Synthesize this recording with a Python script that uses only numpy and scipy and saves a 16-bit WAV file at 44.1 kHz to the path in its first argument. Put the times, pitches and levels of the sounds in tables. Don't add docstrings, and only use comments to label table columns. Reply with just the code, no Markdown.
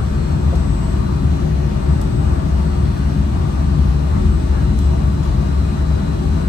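import sys
import numpy as np
from scipy import signal
from scipy.fft import rfft, irfft
from scipy.io import wavfile
from scipy.ndimage import uniform_filter1d

SR = 44100
rng = np.random.default_rng(int(sys.argv[2]) if len(sys.argv) > 2 else 0)


def master_out(mix):
    frames = np.transpose(np.atleast_2d(mix))
    ceiling = np.clip(frames, -1, 1)
    pcm = np.round(ceiling * 32767).astype(np.int16)
    wavfile.write(sys.argv[1], SR, pcm)


N = 285768

# (time [s], rumble level [dB], roar level [dB])
TYRE_LEVELS = [(0, -20, -33.5), (.5, -18.5, -31.5), (1.05, -19.5, -32.5), (1.7, -19.5, -32),
               (1.85, -19.5, -31), (2.0, -17.5, -32), (2.2, -18, -32), (2.72, -19.5, -32.5),
               (2.86, -18, -32), (3.1, -18.5, -32), (3.25, -19, -33), (3.45, -18.5, -31.5),
               (3.9, -19.5, -32.5), (4.1, -21.5, -31), (4.17, -16.5, -27.5), (4.26, -16.5, -33.5),
               (4.49, -21, -33.5), (4.56, -19, -29.5), (4.65, -18.5, -32.5), (4.9, -19.5, -32.5),
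               (5.4, -19, -32), (6.48, -19, -32.5)]
# (frequency [Hz], relative level [dB])
RUMBLE_EQ = [(22, -38), (36, -29), (44, -8), (60, -2), (90, 1), (107, -8.5), (120, -0.5), (135, -6),
             (152, -10), (178, -7), (208, -4), (232, -16), (350, -15), (430, -30.5)]
# (frequency [Hz], relative level [dB])
ROAR_EQ = [(220, -44), (380, -13), (457, -5.5), (657, -7.5), (735, -14), (921, -11), (1050, -10),
           (1160, -10.5), (2110, -24), (2600, -26.5), (3380, -32), (5720, -120)]
# (frequency [Hz], width [Hz], left boost [dB], right boost [dB])
CAB_RESONANCES = [(274.7, 35, 5.0, 3), (367.2, 36, 7, 4), (390, 39.4, -7, 5.5), (414, 13.5, 10, 13),
                  (480, 17, -0.5, 3), (535, 6, 5.5, 2), (604, 27, 3, 9), (655.2, 26, 8, 11.5),
                  (713, 37, 6.5, -6), (785.6, 24, 12, 9), (832, 14.4, 5.5, 11), (878, 36, 7.5, -5),
                  (937.5, 34, 9, 6.5), (1063, 13, 5, 2.5), (1140, 29, 8.5, 3), (1196.5, 27, 10, -3),
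                  (1226, 19, -2, 5), (1287, 21, -11, 0), (1309, 28, 8, 10.5), (1422, 19, 7, -4),
                  (1488, 25, 8, 7), (1520, 21, 3, 1), (1643, 19, 2, 10.5), (1757, 22.0, 3.5, 5),
                  (1887, 16, 9.5, -9), (1974, 18, 6.5, -6), (1970, 18, 1, 7), (2786, 61, 3.5, 7),
                  (3530, 33, 9, 2)]
# (time [s], level [dB])
MAIN_BOOM_SWELLS = [(0.0, -19.5), (0.27, -25), (0.49, -15), (0.78, -26.5), (0.99, -19), (1.06, -26.5),
                    (1.14, -13.5), (1.19, -33), (1.26, -15.5), (1.41, -23), (1.43, -19), (2.06, -19.5),
                    (2.15, -44), (2.18, -25), (2.33, -14.5), (2.36, -24), (2.62, -14.5), (2.76, -31),
                    (2.81, -13), (2.91, -37), (3.08, -15.5), (3.14, -33.5), (3.19, -13.5), (3.48, -23),
                    (3.61, -18.5), (5.22, -17), (5.23, -26.5), (5.54, -16), (5.76, -24), (5.81, -15.5),
                    (6.12, -26), (6.35, -19), (6.43, -33), (6.48, -17)]
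# (time [s], level [dB])
DEEP_BOOM_SWELLS = [(0.0, -32), (0.87, -20), (0.97, -26), (2.91, -26.5), (3.66, -30), (3.92, -20),
                    (4.1, -45), (4.19, -19), (4.93, -26), (5.07, -26.5), (5.12, -35), (5.31, -19.5),
                    (5.58, -32), (6.48, -25)]
# (frequency [Hz], relative level [dB])
VENT_EQ = [(1500, -2.5), (2200, -1.5), (2900, -0.5), (3300, -3.5), (3900, -1), (4600, -3.5), (6000, -5),
           (7300, -10), (9000, -9.5), (10200, -14), (12000, -16.5), (14000, -20), (15000, -19),
           (15600, -19)]
# (frequency [Hz], level [dB], pan [dB])
HUM_TONES = [(208, -37.5, -1.5), (270.5, -42, 1), (360, -43.5, 3), (436, -50, 6), (544.5, -54, 5.5)]
STRONG_WHINE_ORDERS = [(1, -3), (1, -1), (1, 1), (1, 5), (2, -6), (2, 0), (2, 4), (2, 6)]
# (time [s], level of each tone [dB])
STRONG_WHINE_LEVELS = [(0.0, -65, -58, -61, -62, -61.0, -57, -71.0, -72.0),
                       (0.27, -64, -62, -60, -55, -57.0, -58.0, -75.0, -70.0),
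                       (0.54, -60, -54, -61.0, -61.0, -62.0, -58.0, -77.0, -67.0),
                       (0.81, -61.0, -63.0, -63, -62.0, -63.0, -49, -68.0, -66.0),
                       (1.08, -64.0, -59, -54, -63.0, -65, -62, -68.0, -64.0),
                       (1.35, -69.0, -54, -59, -62.0, -71, -64, -64.0, -68),
                       (1.62, -66.5, -66, -54.5, -62, -68, -65, -68, -68),
                       (1.89, -60, -66.0, -53.5, -61.0, -67.0, -57.0, -70.0, -79.0),
                       (2.16, -60, -64.0, -63, -59, -65.0, -53.5, -66.0, -66.0),
                       (2.43, -61.0, -61.0, -61, -58, -60.0, -61, -67.0, -68.0),
                       (2.7, -64.0, -64, -59, -56, -66.0, -58.0, -70.0, -62.0),
                       (2.97, -65.0, -57, -59.0, -57, -65.0, -58.0, -67.0, -71.0),
                       (3.24, -60.0, -63, -62, -61.0, -62, -61, -68.0, -73.0),
                       (3.51, -55, -64.0, -61, -60, -63.0, -61, -66.0, -69.0),
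                       (3.78, -62.0, -62, -60, -58.0, -58.0, -64.0, -65.0, -72.0),
                       (4.05, -59.0, -63, -57, -59.0, -63.0, -63.0, -69.0, -69.0),
                       (4.32, -60.0, -63, -61, -63.0, -57, -55, -69.0, -63),
                       (4.59, -61, -58.0, -54, -58, -62, -65, -67.0, -59),
                       (4.86, -60.0, -56, -53, -66.0, -61.0, -57.0, -62, -65.0),
                       (5.13, -62.0, -58.0, -56.0, -66.0, -63.0, -65, -78.0, -59),
                       (5.4, -59, -62, -55, -56, -63, -67.0, -70.0, -65.0),
                       (5.67, -60.0, -58.0, -55, -56, -60, -61.0, -71.0, -59),
                       (5.94, -62.0, -52, -55.0, -64, -62, -63, -69.0, -66.0),
                       (6.21, -63.0, -57.0, -55.0, -59.0, -61.0, -60, -67.0, -67.0),
                       (6.48, -64.0, -55, -55.0, -59.0, -63.0, -57.0, -64.0, -63.0)]
# (time [s], pan of each tone [dB])
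STRONG_WHINE_PANS = [(0.0, 5.0, -0.0, -9.0, -2.0, 5.0, -9.0, 7.0, 8.0),
                     (0.27, 3.0, -0.0, -15.0, -2.0, 3.0, -11.0, -5.0, -2.0),
                     (0.54, 4.0, 1.0, -15.0, 2.0, 0.0, -0.0, 5.0, 0.0),
                     (0.81, 10.0, 11.0, -4.0, -1.0, 3.0, 3.0, -4.0, 6.0),
                     (1.08, 0.0, 3.0, 1.0, -0.0, -6.0, 8.0, -8.0, -1.0),
                     (1.35, -7.0, 1.0, 2.0, -4.0, -0.0, -7.0, -8.0, -5.0),
                     (1.62, 0.0, -5.0, 15.0, 1.0, 2.0, 3.0, -6.0, -3.0),
                     (1.89, 5.0, 1.0, 10.0, 0.0, 4.0, -2.0, -3.0, 8.0),
                     (2.16, 6.0, -3.0, 4.0, -1.0, -3.0, 3.0, 7.0, -11.0),
                     (2.43, 2.0, 1.0, 6.0, -1.0, 0.0, -6, -1.0, 3.0),
                     (2.7, -5.0, -5.0, 5.0, 4.0, 13.0, 7, 11.0, 7.0),
                     (2.97, -6.0, -1.0, 7.0, 2.0, 3.0, 7.0, 5.0, 2.0),
                     (3.24, 7.0, -1.0, 3.0, -1.0, 12.0, 6.0, -2.0, -4.0),
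                     (3.51, 7.0, 3.0, 2.0, -5.0, 6.0, -1.0, 1.0, 5.0),
                     (3.78, 10.0, -1.0, 4.0, -6.0, 15.0, -9.0, 4.0, -2.0),
                     (4.05, 9.0, 8.0, 2.0, -5.0, 8.0, -2.0, 7.0, 7.0),
                     (4.32, 8.0, 3.0, 2.0, 0.0, 10.0, -7, 3.0, 11.0),
                     (4.59, 7.0, 6.0, 9.0, 2.0, -7.0, -9.0, -9.0, 2.0),
                     (4.86, 2.0, 4.0, 11.0, -1.0, 0.0, 7.0, -13.0, 11.0),
                     (5.13, -1.0, 11.0, 6.0, -3.0, 5.0, -6.0, -7.0, 4.0),
                     (5.4, 5.0, 8.0, 6.0, -3.0, -1.0, -0.0, -3.0, -8.0),
                     (5.67, 11.0, 10.0, 2.0, -1.0, 7.0, 4.0, 9.0, -2.0),
                     (5.94, 4.0, 15.0, 4.0, -2.0, 14.0, -7.0, -5.0, -3.0),
                     (6.21, 4.0, 9.0, 4.0, -10.0, 6.0, -11.0, -1.0, -8.0),
                     (6.48, 3.0, 13.0, 5.0, -9.0, 1.0, -9.0, 6.0, -4.0)]
STRONG_WHINE_PHASES = [1.5, 1.4, 1.05, 1.23, 1.8, 1.1, 1.4, 1.0]
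FAINT_WHINE_ORDERS = [(1, -7), (1, -5), (1, 3), (2, -4), (2, -2), (2, 2), (2, 8), (3, -13), (3, -11),
                      (3, -9), (3, -7), (3, -1)]
# (level [dB], pan [dB])
FAINT_WHINE_MIX = [(-75, 6), (-64.5, 8), (-70, 4), (-71.5, 5), (-71.5, 3), (-72, 1), (-78, 0), (-77.5, 0),
                   (-85, 0), (-80, 0), (-82, 0), (-86, 0)]
# (frequency [Hz], level [dB], pan [dB])
TOP_WHINE_TONES = [(12498.5, -84, 0), (12640.4, -84, 0), (15428, -85, 0), (15698, -75, 0)]
# (time [s], peak [dB], pan [dB], tilt [dB/octave], rattle relative to crack [dB])
TRIM_TICKS = [(0.553, -31, 1, -5, -2), (2.0132, -27, -1, -2.5, -16), (2.9772, -39, 3.0, -3, -8),
              (4.788, -28.5, 1, -2, -16), (5.232, -35, 3, -4, -9)]
# (frequency [Hz], relative level [dB], t60 [s], pan [dB], glide [Hz/s])
PANEL_MODES = [(446, 4, 0.091, -6, -500), (572, 5, 0.084, 12, -2500), (624, 2.5, 0.1, 11, 3500)]
# (frequency [Hz], likeness [0-1])
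STEREO_LIKENESS = [(60, 0.92), (200, 0.94), (320, 0.12), (560, 0.9), (750, 0.13), (3000, 0.066),
                   (5000, 0.044), (8800, 0.12), (9600, 0.72), (10200, 0.59), (10800, .999)]
# (frequency [Hz], pan [dB])
STEREO_PAN = [(60, 6), (92, 2.5), (140, 6.5), (210, 2), (330, 1.5), (500, 7.5), (770, 5.5), (1170, 2.5),
              (1790, 4.5), (2740, 2.5), (4190, 2.5), (6410, 5.5), (9810, -1), (15000, 0.5)]
# (frequency [Hz], left lead [rad])
STEREO_LEAD = [(60, 0.44), (280, 0.04), (500, 3.73), (1200, 3.1), (3000, 8.43), (4100, 12), (4500, 13.1),
               (5900, 16.8), (6500, 21.4), (7200, 16.6), (7700, 25.7), (8100, 27.2), (8800, 21.3)]

CARRIER_HZ, MOTOR_HZ = 3999.6, 71.32
FLIP_HZ, FLIP_EVERY_HZ = 10970, 1510


def tyres():
    rumble_db, roar_db = automation(TYRE_LEVELS)
    rumble = noise(lambda hz: eq_db(RUMBLE_EQ, hz, 31) + cab_db(hz), 4096, patchy_db=0.89, flicker_db=0.32)
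    roar = noise(lambda hz: eq_db(ROAR_EQ, hz, 25) + cab_db(hz), 4096, patchy_db=1.0, flicker_db=0.63)
    return gain_of(rumble_db) * rumble + gain_of(roar_db) * roar


def boom(hz, swells, pan_db, rough_db, jolt_hz, waver_hz):
    shake, waver = drift(jolt_hz, count=2)
    phase = 2 * np.pi * np.cumsum(hz + waver_hz * waver) / SR
    db = automation(swells)[0] + rough_db * shake
    return pan(pan_db) * gain_of(db) * np.sqrt(2) * np.sin(phase)


def drone(centre_hz=151.1, width_hz=29.5, level_db=-24.5):
    band = noise(lambda hz: -20 * np.log10(1 + (2 * (hz - centre_hz) / width_hz) ** 4), 8192)
    return gain_of(level_db) * band


def fans_and_gears():
    return tones(*np.transpose(HUM_TONES), fade_db=5.0, fade_hz=2.92, waver_hz=1.66, spread_rad=0.33)


def vents(level_db=-43.5):
    hiss = noise(lambda hz: eq_db(VENT_EQ, hz, 32) + crowded_modes_db(hz) + cab_db(hz), 2048,
                 patchy_db=0.88, flicker_db=0.47)
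    return gain_of(level_db) * hiss


def inverter():
    faint_hz = np.dot(FAINT_WHINE_ORDERS, [CARRIER_HZ, MOTOR_HZ])
    strong_hz = np.dot(STRONG_WHINE_ORDERS, [CARRIER_HZ, MOTOR_HZ])
    faint = tones(faint_hz, *np.transpose(FAINT_WHINE_MIX),
                  fade_db=2.5, fade_hz=2.5, waver_hz=0.88, spread_rad=0.8)
    strong = tones(strong_hz, automation(STRONG_WHINE_LEVELS), automation(STRONG_WHINE_PANS),
                   fade_db=2, fade_hz=11, waver_hz=1.65, spread_rad=0.8, leads=STRONG_WHINE_PHASES)
    top = tones(*np.transpose(TOP_WHINE_TONES), fade_db=3.0, fade_hz=1.5, waver_hz=0.8, spread_rad=0.3)
    return faint + strong + top


def trim_ticks(attack_s=0.0012, crack_t60_s=0.016, rattle_t60_s=0.14):
    out, t = np.zeros((2, N)), np.arange(-256, 3840) / SR
    hz, age = np.fft.rfftfreq(len(t), 1 / SR), np.maximum(t, 0)
    left, right, likeness = stereo_field(hz)
    attack = 1 - np.exp(-age / attack_s)
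    band = 1 / (1 + (3500 / (hz + 1)) ** 4) / (1 + (hz / 13000) ** 4)
    for time_s, peak_db, pan_db, tilt_db, rattle_db in TRIM_TICKS:
        decay = gain_of(-60 * age / crack_t60_s) + gain_of(rattle_db - 60 * age / rattle_t60_s)
        shared, separate = rfft(rng.standard_normal((2, len(t))) * attack * decay)
        colour = band * gain_of(tilt_db * np.log2((hz + 1) / 8000))
        crack = irfft(colour * np.array([left * shared, right * blend(shared, separate, likeness)]))
        add(out, time_s + t[0], pan(pan_db) * gain_of(peak_db) * crack / abs(crack).max())
    return out


def panel_knock(time_s=0.519, gain_db=-20.5, attack_s=0.0096):
    out, t = np.zeros((2, N)), np.arange(8192) / SR
    ring = sum(pan(pan_db) * gain_of(db - 60 * t / t60) * np.sin(2 * np.pi * (hz + glide * t / 2) * t)
               for hz, db, t60, pan_db, glide in PANEL_MODES)
    add(out, time_s, gain_of(gain_db) * ring * (1 - np.exp(-t / attack_s)) ** 2)
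    return out


def cab_db(hz):
    return sum(np.reshape(boost, (2, 1, 1)) / (1 + (2 * (hz - centre) / width) ** 4)
               for centre, width, *boost in CAB_RESONANCES)


def crowded_modes_db(hz, ripple_db=3.1):
    ripple = unit_rms(uniform_filter1d(rng.standard_normal((2, len(hz), 1)), size=2, axis=1))
    return ripple_db * ripple / (1 + (hz / 6000) ** 6)


def noise(colour_db, fft_size, patchy_db=0, flicker_db=0):
    hop = fft_size // 4
    frames, hz = N // hop + 5, np.fft.rfftfreq(fft_size, 1 / SR)[:, None]
    draws = rng.standard_normal((frames, len(hz), 5)).T
    shared, separate = draws[0] + 1j * draws[1], draws[2] + 1j * draws[3]
    patches = uniform_filter1d(draws[4], size=fft_size // 80, axis=0)
    patches = unit_rms(uniform_filter1d(patches, size=8, axis=1))
    flicker = unit_rms(uniform_filter1d(rng.standard_normal(frames), size=4))
    left, right, likeness = stereo_field(hz)
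    likeness = 1 - (1 - likeness) / gain_of(0.5 * np.maximum(cab_db(hz)[0], 0))
    spectra = np.array([left * shared, right * blend(shared, separate, likeness)])
    spectra *= gain_of(colour_db(hz) + patchy_db * patches + flicker_db * flicker)
    return unit_rms(signal.istft(spectra, nperseg=fft_size, noverlap=fft_size - hop)[1][:, :N])


def tones(pitches_hz, levels_db, pans_db, fade_db, fade_hz, waver_hz, spread_rad, leads=None):
    t, out = np.arange(N) / SR, np.zeros((2, N))
    if leads is None:
        leads = [np.angle(stereo_field(hz)[1]) for hz in pitches_hz]
    for hz, db, pan_db, mean_lead in zip(pitches_hz, levels_db, pans_db, leads):
        likeness = stereo_field(hz)[2]
        left, right, both, waver = drift(fade_hz, count=4)
        left, right = np.sqrt(1 - likeness ** 2) * np.array([left, right])
        left_gain = gain_of(db + fade_db * (0.51 * left + 0.62 * both))
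        right_gain = gain_of(db + fade_db * (0.69 * right + 0.6 * both))
        phase = 2 * np.pi * (hz * t + np.cumsum(waver_hz * waver) / SR + rng.random())
        lead = mean_lead + spread_rad * drift(top_hz=0.5, count=1)[0] * (1 - likeness)
        left_share = 1 / (1 + gain_of(-2 * pan_db))
        out[0] += np.sqrt(left_share) * left_gain * np.sin(phase)
        out[1] += np.sqrt(1 - left_share) * right_gain * np.sin(phase + lead)
    return 2 * out


def stereo_field(hz):
    turn = np.pi * (hz - FLIP_HZ) / FLIP_EVERY_HZ
    steps = turn - np.sin(2 * turn) / 2
    steps = steps - np.sin(2 * steps) / 2
    lead = np.where(hz < STEREO_LEAD[-1][0], lookup(STEREO_LEAD, hz), -steps)
    left = gain_of(lookup(STEREO_PAN, hz) / 2)
    return left, np.exp(-1j * lead) / left, np.clip(lookup(STEREO_LIKENESS, hz), 0, 1)


def blend(shared, separate, likeness):
    return likeness * shared + np.sqrt(1 - likeness ** 2) * separate


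def eq_db(points, hz, rolloff_db):
    below, above = np.log2(points[0][0] / (hz + 1)), np.log2((hz + 1) / points[-1][0])
    return lookup(points, hz) - rolloff_db * (np.maximum(below, 0) + np.maximum(above, 0))


def lookup(points, hz):
    table_hz, values = np.transpose(points)
    return np.interp(np.log(hz + 1), np.log(table_hz + 1), values)


def automation(rows):
    times, *columns = np.transpose(rows)
    return [np.interp(np.arange(N) / SR, times, column) for column in columns]


def drift(top_hz, count):
    steps = N // 64 + 2
    hz = np.fft.rfftfreq(steps, 64 / SR)
    slow = irfft(rfft(rng.standard_normal((count, steps))) * (hz > 0) / (1 + (hz / top_hz) ** 4), steps)
    return np.array([np.interp(np.arange(N) / 64, np.arange(steps), unit_rms(row)) for row in slow])


def add(mix, time_s, sound):
    part = mix[:, round(time_s * SR):][:, :sound.shape[1]]
    part += sound[:, :part.shape[1]]


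def pan(db):
    return gain_of([[db / 2], [-db / 2]])


def gain_of(db):
    return 10 ** (np.asarray(db) / 20)


def unit_rms(x):
    return x / np.sqrt(np.mean(x ** 2) + 1e-20)


def scene():
    hums = fans_and_gears()
    main_boom = boom(70.1, MAIN_BOOM_SWELLS, pan_db=3.0, rough_db=1.5, jolt_hz=8.1, waver_hz=2.39)
    deep_boom = boom(50.6, DEEP_BOOM_SWELLS, pan_db=2.1, rough_db=-0.5, jolt_hz=6.45, waver_hz=3.14)
    body = main_boom + deep_boom + drone()
    return tyres() + body + hums + vents() + inverter() + trim_ticks() + panel_knock()


def record(dry, cutoff_hz=15770):
    padded = np.pad(dry, ((0, 0), (512, 512)), "reflect", reflect_type="odd")
    lowpass = signal.firwin(1025, cutoff_hz, window=("kaiser", 9), fs=SR)
    return signal.oaconvolve(padded, lowpass[None], "valid")


dry = scene()
out = record(dry)
master_out(out)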